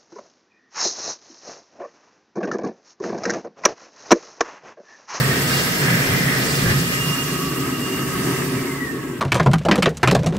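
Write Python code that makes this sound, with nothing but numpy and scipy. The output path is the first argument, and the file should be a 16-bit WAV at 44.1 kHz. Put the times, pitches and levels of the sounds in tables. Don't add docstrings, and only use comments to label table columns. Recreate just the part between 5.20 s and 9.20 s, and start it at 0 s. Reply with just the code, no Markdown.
import sys
import numpy as np
from scipy import signal
from scipy.fft import rfft, irfft, next_fast_len
from scipy.io import wavfile
from scipy.ndimage import map_coordinates

SR = 44100
rng = np.random.default_rng(int(sys.argv[2]) if len(sys.argv) > 2 else 0)


def int16_out(signal):
    q = np.round(np.clip(np.atleast_2d(signal).T, -1, 1) * 32767)
    wavfile.write(sys.argv[1], SR, q.astype(np.int16))


N = 176400


def amp(db):
    return 10 ** (np.asarray(db) / 20)


def unit(x):
    return x / np.sqrt(np.mean(np.abs(x) ** 2) + 1e-20)


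def along(points, hz):
    freqs, values = np.transpose(points)
    return np.interp(np.log(hz + 1), np.log(freqs + 1), values)


def clock():
    return np.arange(N) / SR


def curve(rows):
    return np.interp(clock(), *np.transpose(rows))


def wobble(rate):
    at = np.linspace(0, rate * N / SR, 4096)
    return np.interp(clock() * rate, at, map_coordinates(rng.standard_normal(2048), [at], mode="wrap"))


def scatter(rate):
    return unit(np.array([wobble(rate) + 1j * wobble(rate) for channel in range(2)]))


def peak(hz, pitch_hz, half_width_hz):
    return 1 / np.hypot(1, (hz - pitch_hz) / half_width_hz)


def rush(gain, likeness, size=N):
    hz = np.fft.rfftfreq(size, 1 / SR)
    angle = np.arccos(np.clip(along(likeness, hz), -1, 1)) / 2
    spectrum = rfft(rng.standard_normal((2, size))) * gain(hz)
    mid, side = irfft(spectrum * [np.cos(angle), np.sin(angle)], size)
    return unit(np.array([mid + side, mid - side]))


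def swells(rows, likeness):
    out, t = np.zeros((2, N + SR)), np.arange(SR) / SR - .5
    for peak_s, half_length_s, pitch_hz, half_width_hz, level_db in rows:
        band = rush(lambda hz: peak(hz, pitch_hz, half_width_hz), likeness, size=SR)
        start = max(round(peak_s * SR), 0)
        out[:, start:start + SR] += amp(level_db) * np.exp(-(t / half_length_s) ** 2 / 2) * band
    return out[:, SR // 2:][:, :N]


# freq_hz, left_right_likeness
ROOM_IMAGE = [(30, 0.89), (90, 1), (200, 0.96), (420, .92), (700, 0.37), (930, 0.52), (1130, 0.61),
              (1300, 0.48), (1520, 0.16), (1850, 0.28), (2100, 0.48), (2400, 0.46), (2850, 0.36),
              (4000, -0.44), (6000, -0.028), (15000, -0.0069)]
def flow(spectrum, level, gust_db, likeness=ROOM_IMAGE):
    gusts = gust_db * unit(wobble(8.94) + wobble(29.94))
    return amp(curve(level) + gusts) * rush(lambda hz: amp(along(spectrum, hz)), likeness)


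def linger(x, t60_s=.35):
    tail = rush(np.ones_like, ROOM_IMAGE, size=SR) * amp(-60 * clock()[:SR] / t60_s)
    return signal.fftconvolve(x[None], unit(tail) / np.sqrt(SR), axes=1)[:, :N]


# freq_hz, left_over_right_db
BALANCE = [(70, 3.5), (140, -2), (300, 0), (700, 0.7), (1200, -1.2), (2200, -1.5), (4000, -1.3),
           (9000, -0.6)]
def tiles_and_eddies(x, treble_hz=1400):
    hz, t, spectra = signal.stft(x, SR, nperseg=1024)

    def field(step_hz, rate):
        grid = np.meshgrid(hz / step_hz, t * rate, indexing="ij")
        return map_coordinates(rng.standard_normal((512, 256)), grid, mode="wrap")

    comb = 2.04 * np.array([field(step_hz=120.3, rate=1.29) for channel in range(2)])
    eddies = 1.34 * field(step_hz=1550, rate=45)
    ripple_db = (comb + eddies) * (hz / np.hypot(hz, treble_hz))[:, None]
    lean_db = along(BALANCE, hz) * np.array([[.5], [-.5]])
    return signal.istft(spectra * amp(ripple_db + lean_db[:, :, None]), SR, nperseg=1024)[1][:, :N]


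DUCT_SPECTRUM = [(150, -51), (220, -9), (250, -0.5), (270, 2.5), (295, -6), (312, -1.5), (328, -13.5),
                 (348, -0.5), (364, -8), (384, 2), (412, -12), (438, -8.5), (480, -20), (700, -28.5),
                 (1100, -61)]
DUCT_LEVEL = [(0, -35), (.15, -27.5), (.48, -37), (.62, -30), (1.25, -29), (1.5, -31), (2.05, -29.5),
              (2.3, -26), (2.7, -25.5), (3.2, -24.5), (3.4, -24.5), (3.55, -28.5), (4, -30)]
def duct_drone():
    return amp(-0.5) * flow(DUCT_SPECTRUM, DUCT_LEVEL, gust_db=1.0)


HOUSING_SPECTRUM = [(400, -11), (620, -3.5), (800, -8), (960, -0.5), (1040, -2.5), (1140, 2), (1200, -5),
                    (1280, 6), (1420, -8), (1600, 4), (1750, -5), (1930, 4), (2200, -6), (2450, -7.5),
                    (2780, -3.5), (3100, -12), (4500, -33)]
HOUSING_LEVEL = [(0, -30), (1.5, -33.5), (1.7, -36.5), (2.0, -31), (2.5, -34), (3.15, -30), (3.45, -32),
                 (3.75, -37), (4, -39.5)]
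def housing_air():
    return flow(HOUSING_SPECTRUM, HOUSING_LEVEL, gust_db=1.0)


def motor_hum(rotor, speed, order=4):
    flutter = unit(1 + 1.06 * scatter(24.02)[0])
    return amp(-40 - 60 * (1 - speed)) * flutter * rotor ** order


# time_s, level_db
CASING_LEVEL = [(1.75, -55), (1.9, -42), (2.35, -37), (2.55, -46), (2.9, -38), (3.2, -41), (3.4, -52),
                (3.55, -36), (3.7, -47), (3.85, -42.5), (4, -52)]
def casing_tone(speed, full_speed_hz=1140, sag_hz=90, width_hz=36):
    pitch_hz = full_speed_hz - sag_hz * (1 - speed)
    tone = np.exp(2j * np.pi * np.cumsum(pitch_hz) / SR)
    return amp(curve(CASING_LEVEL)) * scatter(2 * width_hz)[0] * tone


WHINE_LEVEL = [(0, -42), (.18, -41), (.36, -30), (.55, -37), (.75, -36), (1.1, -44), (1.58, -42),
               (1.8, -29.5), (2.02, -32), (2.12, -41), (2.24, -34), (2.34, -44), (2.55, -41), (2.72, -32.5),
               (3.0, -49), (3.14, -37), (3.26, -44), (4, -75)]
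WHINE_PHASE = [(1.6, 2.7), (1.8, 1.5), (2.03, 1.9), (2.14, 0.2), (2.9, 0.2), (3.1, 2.2)]  # time_s, left_right_phase_rad
def blade_whine(rotor, shaft_hz, speed, blades=9, skirt_width_hz=45, skirt_below_hz=20):
    tone = rotor ** blades
    housing_gain = amp(-33) * peak(blades * shaft_hz, pitch_hz=1950, half_width_hz=95)
    ring = linger(np.real(tone * scatter(skirt_width_hz)[0]) * housing_gain)
    skirt = 0.8 * scatter(2 * skirt_width_hz)[0] * np.exp(-2j * np.pi * skirt_below_hz * clock())
    pan = amp([[-2.5], [2.5]])
    phase = np.exp(1j * curve(WHINE_PHASE) * np.array([[.5], [-.5]]))
    whine = amp(curve(WHINE_LEVEL)) * unit(pan * phase * (1 + skirt))
    swish = amp(-43.5) * speed ** 2 * scatter(460)
    return ring + (whine + swish) * tone


def fan(running_hz=313.0, cut_s=3.17, half_speed_after_s=0.95):
    speed = 1 / (1 + np.maximum(clock() - cut_s, 0) / half_speed_after_s)
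    shaft_hz = running_hz * speed * (1 + 0.00062 * wobble(8))
    rotor = np.exp(2j * np.pi * np.cumsum(shaft_hz) / SR)
    tones = blade_whine(rotor, shaft_hz, speed) + casing_tone(speed) + motor_hum(rotor, speed)
    return np.sqrt(2) * np.real(tones)


# time_s, level_db
EDGE_LEVEL = [(0, -40), (1.0, -36.5), (1.25, -42), (2.05, -45), (2.5, -49), (4, -72)]
CROSS_MODE_LEVEL = [(.5, -35), (.72, -28), (1.1, -33), (1.3, -39), (1.52, -27), (1.62, -34), (1.77, -27),
                    (1.95, -42), (3, -54)]
def whistles(edge_hz=5350, cross_hz=1900):
    edge = rush(lambda hz: peak(hz, edge_hz, half_width_hz=100), ROOM_IMAGE)
    cross_mode = rush(lambda hz: peak(hz, cross_hz, half_width_hz=200), likeness=[(cross_hz, -0.73)])
    return amp(curve(EDGE_LEVEL)) * edge + amp(curve(CROSS_MODE_LEVEL)) * cross_mode


BOOM_SPECTRUM = [(20, -48), (40, -40), (68, -13.5), (88, -19), (110, -16), (126, -4.5), (143, 1.5),
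                 (158, -11.5), (172, -1), (186, -15.5), (200, -6), (213, -23), (250, -17), (330, -52),
                 (600, -44)]
BOOM_LEVEL = [(0, -21), (.2, -25.5), (.4, -28), (.62, -27), (.76, -20), (.88, -30), (1.0, -23.5),
              (1.15, -25.5), (1.35, -25.5), (1.55, -21), (1.75, -26), (1.95, -28), (2.3, -30),
              (3.15, -27.5), (3.5, -35)]
def trough_boom():
    return amp(1.5) * flow(BOOM_SPECTRUM, BOOM_LEVEL, gust_db=-0.6)


# peak_s, half_length_s, pitch_hz, half_width_hz, level_db
BUFFETS = [(.91, .035, 112.4, 15, -24.5), (1.49, 0.048, 123, 14, -19.5), (3.37, 0.042, 116.4, 4.8, -33)]
def buffets():
    return swells(BUFFETS, ROOM_IMAGE)


HISS_SPECTRUM = [(1500, -27), (2600, -4.5), (3200, 1.5), (3700, 0), (4200, 1), (4600, 5.5), (4950, 1),
                 (5350, 3), (5800, 1), (6900, 1), (7600, 2), (8700, 2), (10200, -3.5), (11500, 0),
                 (13000, 0.5), (14200, -2.5), (16000, -4)]
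HISS_LEVEL = [(0, -33), (.38, -31.5), (.6, -32.5), (1.15, -33.5), (1.33, -33), (1.8, -33.5), (2.2, -36),
              (2.52, -39), (2.85, -38), (3.1, -36), (3.3, -38.5), (3.52, -41.5), (3.75, -47), (4, -52)]
SHEEN_SPECTRUM = [(5500, -34), (7500, 1), (8600, -2), (9300, 1), (10300, -29)]  # freq_hz, density_db
SHEEN_LEVEL = [(0, -54), (2.5, -59), (3.1, -41), (3.5, -50), (4, -51)]  # time_s, level_db
def slit_hiss():
    hiss = amp(5.5) * flow(HISS_SPECTRUM, HISS_LEVEL, gust_db=0.3)
    return hiss + flow(SHEEN_SPECTRUM, SHEEN_LEVEL, gust_db=1.5)


CLOSE_IMAGE = [(200, 0.56), (700, 0.84), (900, -0.6), (1200, 0.092), (1500, -0.16), (1700, 0.26),
               (2000, -0.36), (2400, 0.11), (2850, -0.97), (3600, 0.82), (4500, 0.43), (5400, 0.93),
               (7000, -0.088)]
SPLASH_SPECTRUM = [(150, -12), (235, 16), (330, 6.5), (445, 13.5), (560, 7), (810, 3.5), (960, 3),
                   (1420, 5), (1680, 11), (2050, 6.5), (2400, 3.5), (2900, 4), (3400, -2.5), (5050, -4.5),
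                   (7500, -10), (11000, -24), (16000, -11)]
SPLASH_LEVEL = [(0, -27.5), (.4, -27), (.5, -27.5), (.78, -26.5), (1.15, -27), (1.5, -27), (1.64, -32),
                (2.0, -34.5), (2.4, -38.5), (3.2, -37.5), (4, -56)]
HOWLS = [(.04, 0.14, 1850, 55, -27.5), (.37, 0.069, 4140, 1410, -26.5), (.38, 0.076, 1410, 300, -34),
         (0.567, .035, 4830, 700, -32.5), (.7, 0.1, 1760, 160, -25.5), (.88, 0.089, 2400, 280, -32.5),
         (.99, 0.068, 2060, 50, -30), (1.11, 0.076, 1865, 102, -23.5), (1.316, 0.078, 4790, 340, -30.5),
         (1.34, .05, 7200, 900, -33), (1.49, 0.06, 1690, 170, -25.5)]
def jets_on_hand():
    splash = amp(3) * flow(SPLASH_SPECTRUM, SPLASH_LEVEL, gust_db=0.58, likeness=CLOSE_IMAGE)
    return splash + swells(HOWLS, CLOSE_IMAGE)


def scene():
    air = slit_hiss() + trough_boom() + duct_drone() + housing_air() + buffets() + jets_on_hand()
    return tiles_and_eddies(air) + whistles() + fan()


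def record(dry):
    top_hz = 15750
    size = next_fast_len(N + SR // 2)
    passband = np.fft.rfftfreq(size, 1 / SR) < top_hz
    return irfft(rfft(dry, size) * passband, size)[:, :N]


dry = scene()
out = record(dry)
int16_out(out)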